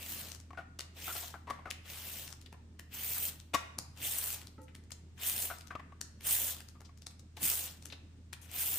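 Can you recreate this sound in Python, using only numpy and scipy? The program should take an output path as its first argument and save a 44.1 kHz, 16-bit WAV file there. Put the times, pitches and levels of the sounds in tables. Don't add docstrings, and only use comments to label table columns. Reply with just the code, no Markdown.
import sys
import numpy as np
from scipy import signal
from scipy.fft import rfft, irfft, next_fast_len
from scipy.io import wavfile
from scipy.ndimage import uniform_filter1d, map_coordinates

SR = 44100
rng = np.random.default_rng(int(sys.argv[2]) if len(sys.argv) > 2 else 0)


def to_wav(s):
    ch = np.atleast_2d(s).T
    pcm = np.round(np.clip(ch, -1, 1) * 32767)
    wavfile.write(sys.argv[1], SR, pcm.astype(np.int16))


def elevation(decibels):
    levels = np.asarray(decibels, float)
    return 10 ** (levels / 20)


N = 387198
SIDES = np.array([[1], [-1]])

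# f/Hz, level/dB rms
HUM_LINES = [(80.7, -55.5), (113.0, -70)]
SHAFT_HZ, SHAFT_DB = 41, -71
# f/Hz, level/dB per Hz
AIR_SPECTRUM = [(12, -41.5), (20, -8.5), (61, -8), (91, -1), (130, 0), (293, -12), (388, -24.5),
                (759, -32.5), (873, -28), (8890, -36.5), (10800, -60), (14700, -45), (16000, -67)]
AIR_DB = -62
# t/s, peak level/dB, fall/dB per s
BUMPS = [
    (0.14, -49.5, 54),
    (1.49, -54, 50),
    (3.54, -59.5, 38),
    (3.79, -45.5, 500),
    (4.01, -57, 33),
    (4.65, -56.5, 55),
    (5.87, -53, 110),
    (6.02, -55.5, 120),
    (7.43, -43, 186.5),
    (8.7, -58, 97),
]
HANDS_DB, BUMP_RISE = -61, 1.4

ROOM_DB, ROOM_T60_S, ROOM_TREBLE_T60_S, ROOM_SPLIT_HZ = -8, 0.64, 0.24, 2300
RASP_SEND_DB, PANEL_SEND_DB = -3.5, -8
# left delay/ms, right delay/ms, level/dB
NEAR_ECHOES = [(.09, 0.2, -9.5), (.5, .33, -32.5)]
TOP_HZ = 15150

# f/Hz, level/dB, t60/s
DISH_MODES = [(285, 9, 0.535), (448, -2, 0.17), (515, 2, 0.25), (878, 2, 0.19), (1290, 1, 0.28),
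              (1920, -13, 5.0)]
DISH_S, DISH_DB = 4.58, -56

# t/s, peak level/dB, panel f/Hz, contact/ms
MIDDLE_KNOCKS = [(0.5077, -42.5, 1180, 6.9), (1.4729, -38, 1070, 59), (1.5065, -26.5, 1154, 6.7),
                 (1.59, -46.5, 1090, 14), (3.546, -19, 1132, 12), (5.706, -40, 1550, 23),
                 (5.7081, -38.5, 1148, 27), (5.797, -40.5, 1090, 9.2), (5.9233, -48, 1130, 9.4),
                 (6.7535, -56.5, 1200, 26), (6.893, -51, 1110, 7.3)]
# t/s, peak level/dB, panel f/Hz, contact/ms
EDGE_KNOCKS = [(0.5328, -43.5, 1100, 5.8), (0.5494, -54, 1570, 8.1), (0.5744, -36.5, 1450, 39),
               (0.5854, -40, 1410, 9.6), (1.0785, -37, 1410, 38), (1.3418, -37.5, 1495, 19),
               (1.6576, -36, 1450, 11), (1.6694, -40, 1254, 28), (2.5415, -48, 1020, 11),
               (5.5021, -33.5, 1500, 29), (5.7537, -33.5, 1154, 9.9), (6.8079, -69, 1260, 7.7)]
# t/s, peak level/dB, panel f/Hz, contact/ms
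CLAW_SLIPS = [
    (1.1528, -43, 1390, 25),
    (1.2274, -46.5, 990, 21),
    (7.3745, -50, 1020, 14),
]
# low mode level/dB, claw level/dB at a pat, claw gain/dB per dB of harder blow
KNOCK_PLACES = [(-12, -16.5, 0.87), (-4, -17, -0.9), (1.5, 6.5, 0.)]
PAT_DB, DRAWER_PAN_DB = -37, 5
PANEL_T60_S, LOW_T60_S, LOW_MODE_HZ = .026, .03, 710

# t/s, peak level/dB, centre f/Hz, relative thump/dB, rattle/ms
BLADE_TICKS = [(0.7931, -25, 4450, -13.5, 0.84), (0.8079, -27, 3630, -20, 0.72),
               (1.502, -38.5, 2980, 6.5, 0.36), (1.706, -26.5, 4500, -22, 1.1),
               (1.7118, -20, 2900, -25.5, 0.56), (2.527, -46.5, 2130, 1.5, 2.1),
               (2.7953, -35.5, 2330, -10, 1.6), (3.5387, -23.5, 2520, -5.5, 4.5),
               (3.7874, -18.5, 6900, -20, 1.3), (4.9065, -39.5, 2100, -38, 2.1),
               (4.919, -30.5, 5770, -16.5, 3.2), (6.0134, -21.5, 6670, -24, 1.47),
               (6.808, -43, 1700, -7.5, 0.31), (7.0676, -27, 5550, -19, 1.9),
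               (7.3704, -32.5, 3300, -14, 1.4), (7.9235, -34.5, 3360, -12.5, 9.5),
               (8.331, -28.5, 2200, -19, 1.3), (8.337, -34.5, 3020, -26, 1.4)]
TICK_PAN_DB, CRACK = 4.5, 4
# t/s, peak level/dB, centre f/Hz, left minus right/dB
PEEL_FLICKS = [(0.3187, -31, 6100, 13), (0.3492, -36, 6060, 14), (0.402, -38, 6760, 9.5),
               (2.2788, -33.5, 6980, 4), (2.3272, -30.5, 6260, 7), (2.4155, -42.5, 5350, 6),
               (3.401, -36.5, 5260, 7.5), (3.975, -41, 2630, 6), (4.4164, -36, 2830, 4),
               (4.4718, -35, 4750, 8), (4.752, -35.5, 2370, 3), (4.7733, -55, 2210, 9),
               (5.5861, -38, 7200, 4), (5.6109, -37.5, 4140, 0.5), (5.673, -41, 5300, 12.5),
               (6.2096, -36, 2640, 3.5), (6.6058, -33, 2560, 4), (6.6876, -38.5, 5320, 6),
               (6.976, -49.5, 6100, 11.5), (7.1104, -47, 3220, 2), (7.8254, -39, 6040, 6),
               (7.857, -27.5, 8200, 4.5)]
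PEEL_THUMP_DB, PEEL_RATTLE_MS = -21, 0.66
# t/s, peak level/dB, centre f/Hz, rattle/ms
FIBRE_SNAPS = [
    (4.096, -28, 9000, 1.2),
    (4.1843, -21, 10400, 6.9),
    (5.2975, -19.5, 10000, 1.3),
    (5.4026, -24, 9900, 2),
    (5.4252, -24, 9400, 1.4),
    (7.4306, -20, 8400, 0.92),
    (7.4528, -18, 9000, 2.9),
    (8.515, -34, 9560, 2.2),
    (8.596, -27, 11000, 1.8),
    (8.742, -21.5, 9000, 1.4),
]
SNAP_THUMP_DB, SNAP_PAN_DB = -50, 5
# t/s, peak level/dB, centre f/Hz, rattle/ms
PLASTIC_SCUFFS = [(2.4612, -43.5, 3200, 4.4), (4.618, -52, 9000, 1.3), (4.632, -57.5, 8450, 13),
                  (4.6815, -49, 2290, 15), (4.838, -57, 6000, 2.3), (5.178, -47, 2540, 3.7),
                  (6.849, -51, 4600, 16), (7.0209, -42, 4540, 1.3), (7.195, -45, 6100, 3.7),
                  (7.901, -41, 3310, 11), (8.415, -48.5, 9200, 65), (8.4464, -54, 2500, 3.7)]
SCUFF_THUMP_DB, SCUFF_PAN_DB = -19, 8

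# t/s, hiss level/dB
STROKE_CURVES = [
    [(0.0, -53.5), (0.12, -43), (0.214, -46.5), (0.276, -55.5), (0.344, -66)],
    [(0.972, -58.5), (1.06, -45.5), (1.18, -42.5), (1.25, -48.5), (1.306, -61.5)],
    [(1.855, -66), (1.914, -51), (2.062, -47), (2.158, -46.5), (2.24, -49.5), (2.31, -63.5)],
    [(2.942, -49), (3.036, -42), (3.108, -40), (3.284, -38), (3.318, -59)],
    [(3.974, -64), (4.052, -33.5), (4.164, -37.5), (4.24, -38), (4.34, -38.5), (4.402, -60)],
    [(5.198, -54.5), (5.242, -35), (5.29, -32), (5.35, -39.5), (5.426, -34), (5.486, -42.5), (5.502, -47)],
    [(6.216, -69), (6.27, -30.5), (6.33, -27.5), (6.422, -34.5), (6.516, -37.5), (6.542, -49)],
    [(7.41, -46), (7.436, -29), (7.508, -33.5), (7.66, -42), (7.792, -80.5), (7.876, -73)],
    [(8.42, -74), (8.488, -71), (8.54, -46.5), (8.6, -35), (8.78, -38)],
]
# rip/dB, blade/dB, sizzle/dB per octave above the top band edge
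STROKE_CUTS = [
    (1.5, 0.4, -3),
    (2.2, 2.5, -1.5),
    (1, 1.8, -1.5),
    (1, 0.5, 3),
    (0.2, -0.1, -5.5),
    (0.2, 0.3, -4),
    (0, -0.5, -5.5),
    (2, -2.5, -5),
    (-0.2, 3.3, 1.5),
]
TOUCH_DB_PER_S, LIFT_DB_PER_S = 802, 265
FIRM_DB, LIGHT_DB = -35, -65
RASP_EDGES_HZ = [250, 1800, 4200, 10000, 17000]
# f/Hz, level/dB per Hz
FIBRE_SPECTRUM = [(150, -49.5), (250, -13.5), (343, -13.5), (702, -11), (1270, -14), (1490, -11),
                  (3000, -11.5), (5640, -11.5), (7330, -10.5), (10000, -22), (11200, -24.5), (14500, -13.5),
                  (15600, -17.5), (16400, -62)]
# f/Hz, left minus right/dB
PORT_BALANCE = [(60, 12.5), (110, 10.5), (200, 15), (380, 3.5), (700, 5.5), (1290, 7.5), (2380, 2),
                (4400, 15), (8120, 6), (15000, 9.5)]
# firm-cut level/dB, gain/dB per dB of lost pressure, touch-to-lift drift/dB
RIP_LAYER = (-13.5, 0.55, 2)
BLADE_LAYER = (-9.5, 0.44, -8.5)
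BODY_LAYER = (-20.5, 0.67, -0.69)
STROKE_LEAN = (0, .12, 1)
BLADE_HZ, BLADE_WIDTH_HZ, BLADE_DB = 2860, 1100, 10.5
PATCH_DB, PATCH_HZ, PATCH_S = 3.0, 600, .018


def unit(x):
    return x / np.sqrt(np.mean(x ** 2))


def peak(x):
    return x / np.max(np.abs(x))


def read(table, hz):
    points, db = np.transpose(table)
    return np.interp(np.log(hz + 1), np.log(points), db)


def colour(x, table):
    size = next_fast_len(x.shape[-1])
    hz = np.arange(size // 2 + 1) * SR / size
    return irfft(rfft(x, size) * elevation(read(table, hz)), size)[..., :x.shape[-1]]


def band(x, lo_hz, hi_hz, order=2):
    return signal.sosfilt(signal.butter(order, [lo_hz, hi_hz], "band", fs=SR, output="sos"), x)


def ring(x, hz, t60_s):
    pole = np.exp((2j * np.pi * hz - np.log(1000) / t60_s) / SR)
    return signal.lfilter([1], [1, -pole], x).imag


def add(out, x, s, pan_db):
    i = int(s * SR)
    x = x[..., :N - i]
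    out[:, i:i + x.shape[-1]] += x * elevation(SIDES * pan_db / 2)


def walk(rate_hz):
    k = int(SR / rate_hz)
    held = np.repeat(rng.standard_normal(N // k + 1), k)
    return 1.363 * uniform_filter1d(uniform_filter1d(held, k), k)[:N]


def fridge():
    hum = 0
    for hz, db in HUM_LINES + [(SHAFT_HZ, SHAFT_DB)]:
        level = elevation(db + 0.53 * walk(11)) * np.sqrt(2)
        phase = 2 * np.pi * np.cumsum(hz + 0.592 * walk(3)) / SR
        hum = hum + level * np.sin(phase)
    mid, side = colour(rng.standard_normal((2, N)), AIR_SPECTRUM)
    side = colour(side, [(40, -23), (300, -4.0), (1500, 0.0), (16000, 1.5)])
    air = unit(mid + SIDES * side) * elevation(.8 * walk(2.9))
    return hum * elevation(SIDES * -.25) + elevation(AIR_DB) * air


def kitchen(x):
    t = np.arange(SR) / SR
    noise = rng.standard_normal((2, SR)) * (t > .007)
    low = band(noise, 290, ROOM_SPLIT_HZ, order=1) * elevation(-60 * t / ROOM_T60_S)
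    high = band(noise, ROOM_SPLIT_HZ, 14000, order=1) * elevation(-60 * t / ROOM_TREBLE_T60_S)
    tail = (low + high) / np.sqrt(np.sum((low + high) ** 2) / 2)
    return signal.fftconvolve(x.mean(0)[None], tail, axes=1)[:, :N]


def handling():
    t = np.arange(N) / SR
    bumps = [top - fall * np.maximum(t - s, BUMP_RISE * (s - t)) for s, top, fall in BUMPS]
    db = np.maximum(np.max(bumps, axis=0), HANDS_DB)
    rumble = unit(band(rng.standard_normal(N), 110, 296)) * elevation(2.3 * walk(30))
    return elevation(db - 4) * rumble


def dish():
    out, t = np.zeros((2, N)), np.arange(20000) / SR
    push = rng.standard_normal(len(t)) * np.exp(-t / 0.02)
    modes = sum(elevation(db) * peak(ring(push, hz, min(t60_s, .14))) for hz, db, t60_s in DISH_MODES)
    add(out, elevation(DISH_DB) * modes, DISH_S, 0)
    return out


def drawer():
    modes, rattle, t = np.zeros((2, N)), np.zeros((2, N)), np.arange(6000) / SR
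    tables = (MIDDLE_KNOCKS, EDGE_KNOCKS, CLAW_SLIPS)
    knocks = [(*row, *place) for table, place in zip(tables, KNOCK_PLACES) for row in table]
    for s, db, hz, contact_ms, low_db, pat_claw_db, harder in knocks:
        claw_db = pat_claw_db + harder * max(db - PAT_DB, 0)
        noise = rng.standard_normal((3, len(t)))
        touch = np.exp(-(1000 * t / contact_ms) ** 2) * np.minimum(t / 0.0023, 1)
        shake = (noise[0] + .6 * noise[1:]) * (touch + .1 * np.exp(-t / .045))
        panel = peak(ring(noise[0] * touch, hz, PANEL_T60_S))
        low = peak(ring(noise[1] * touch, LOW_MODE_HZ, LOW_T60_S))
        wood = 0.61 * peak(band(shake, 1000, 2260))
        wood = wood + 0.071 * elevation(low_db / 2) * peak(band(shake, 230, 400))
        claw = elevation(claw_db) * peak(band(shake, 1300, 4600, order=1))
        add(modes, elevation(db) * (0.98 * panel + 0.85 * elevation(low_db) * low), s - .003, DRAWER_PAN_DB)
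        add(rattle, elevation(db) * (wood + claw), s - .003, DRAWER_PAN_DB)
    return modes, rattle


def ticks():
    out, t = np.zeros((2, N)), np.arange(2400) / SR - .004
    rows = [(*r[:4], TICK_PAN_DB, r[4]) for r in BLADE_TICKS]
    rows += [(*r[:3], PEEL_THUMP_DB, r[3], PEEL_RATTLE_MS) for r in PEEL_FLICKS]
    rows += [(*r[:3], SNAP_THUMP_DB, SNAP_PAN_DB, r[3]) for r in FIBRE_SNAPS]
    rows += [(*r[:3], SCUFF_THUMP_DB, SCUFF_PAN_DB, r[3]) for r in PLASTIC_SCUFFS]
    for s, db, hz, thump_db, pan_db, rattle_ms in rows:
        noise = rng.standard_normal((3, len(t)))
        noise[0] += CRACK * (np.abs(t) < .5 / SR)
        fall = np.where(t < 0, 0.23 * np.exp(t / 0.0057), np.exp(-1000 * t / rattle_ms))
        fall = fall + 0.25 * elevation(-.3 * (db + 24)) * (t > .007) * np.exp(-t / 0.007)
        push = (noise[0] + .5 * SIDES * noise[1]) * fall
        crack = band(push, hz / 1.57, hz * 1.38)
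        crack = crack + 1.2 / max(rattle_ms, 1) * band(push, 1700, 8400, order=1)
        thump = band(noise[2] * fall, 250, 1500)
        add(out, elevation(db) * (peak(crack) + elevation(thump_db) * peak(thump)), s - .004, pan_db)
    return out


def near(x):
    out = x.copy()
    for left_ms, right_ms, db in NEAR_ECHOES:
        for side, ms in enumerate((left_ms, right_ms)):
            lag = int(ms * SR / 1000) + 1
            out[side, lag:] += elevation(db) * x[side, :-lag]
    return out


def pair(apart):
    mid, side = rng.standard_normal((2, N))
    return mid + apart * SIDES * side


def bursts(per_s, spread_db, decay_ms):
    chance = rng.random((2, N))
    breaks = (chance[0] < per_s / SR) * elevation(-2 * spread_db * np.log(1 - .995 * chance[1]))
    fall = np.exp(-1000 / (decay_ms * SR))
    power = signal.lfilter([1], [1, -fall], breaks)
    return power / power.mean()


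def patches(hz, s):
    knots = rng.standard_normal((int(SR / 400), int(N / SR * 100)))
    places = np.meshgrid(hz / PATCH_HZ, s / PATCH_S, indexing="ij")
    return PATCH_DB * map_coordinates(knots, places, order=1)


def pressure(s):
    db, gone, cut_db = np.full(len(s), -120.), np.zeros(len(s)), np.zeros((3, len(s)))
    for stroke, cut in zip(STROKE_CURVES, STROKE_CUTS):
        times, levels = np.transpose(stroke)
        fade = TOUCH_DB_PER_S * np.maximum(times[0] - s, 0)
        fade = fade + LIFT_DB_PER_S * np.maximum(s - times[-1], 0)
        own = np.interp(s, times, levels) - fade
        gone = np.where(own > db, np.interp(s, times[[0, -1]], [0, 1]), gone)
        cut_db[:, own > db] = np.array(cut)[:, None]
        db = np.maximum(db, own)
    return db, gone, cut_db


def peeler():
    hz, s = np.arange(129) * SR / 256, np.arange(N // 64 + 2) * 64 / SR
    hiss_db, gone, (rip_cut_db, blade_cut_db, sizzle_db) = pressure(s)
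    slack_db = FIRM_DB - np.maximum(hiss_db, LIGHT_DB)
    rip_db, blade_db, body_db, pan_db = (
        db + gain * slack_db + drift * gone
        for db, gain, drift in (RIP_LAYER, BLADE_LAYER, BODY_LAYER, STROKE_LEAN))
    resonance_db = BLADE_DB * np.exp(-((hz - BLADE_HZ) / BLADE_WIDTH_HZ) ** 2)
    shape = elevation(read(FIBRE_SPECTRUM, hz) + resonance_db)
    lean_db = read(PORT_BALANCE, hz) - np.mean(PORT_BALANCE, axis=0)[1]
    tears = bursts(260, 2.6, 1.1)
    # level/dB, port difference, share of tears
    layers = [(body_db, .4, .4), (blade_db + blade_cut_db, .5, .6), (rip_db + rip_cut_db, .7, 1.1), (0, .65, .9)]
    out = 0
    for (db, apart, share), lo, hi in zip(layers, RASP_EDGES_HZ, RASP_EDGES_HZ[1:]):
        gate = np.sqrt(1.25 + share * tears + 0.56 * bursts(1000, 1.8, .6))
        mask = shape / np.sqrt(1 + (lo / (hz + 1)) ** 8) / np.sqrt(1 + (hz / hi) ** 8)
        cells = signal.stft(unit(pair(apart) * gate), nperseg=256, noverlap=192)[2]
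        out = out + cells * (unit(mask)[:, None] * elevation(db + hiss_db)[:cells.shape[-1]])
    s = s[:out.shape[-1]]
    spread_db = SIDES[:, :, None] * (lean_db[:, None] + pan_db[:len(s)]) / 2
    octaves = np.log2(np.maximum(hz / RASP_EDGES_HZ[-2], 1))
    tilt_db = octaves[:, None] * sizzle_db[:len(s)]
    out = out * elevation(patches(hz, s) + spread_db + tilt_db)
    return signal.istft(out, nperseg=256, noverlap=192)[1][:, :N]


def scene():
    rasp = near(peeler())
    modes, rattle = drawer()
    hits = ticks() + rattle + dish()
    send = hits + elevation(PANEL_SEND_DB) * modes + elevation(RASP_SEND_DB) * rasp
    return rasp + hits + modes + elevation(ROOM_DB) * kitchen(send) + handling() + fridge()


def top_cut(x):
    return signal.sosfilt(signal.butter(12, 16550, fs=SR, output="sos"), x)


def record(dry):
    low_pass = signal.ellip(6, .3, 45, TOP_HZ, fs=SR, output="sos")
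    mix = signal.sosfilt(low_pass, dry)
    return top_cut(mix)


dry = scene()
out = record(dry)
to_wav(out)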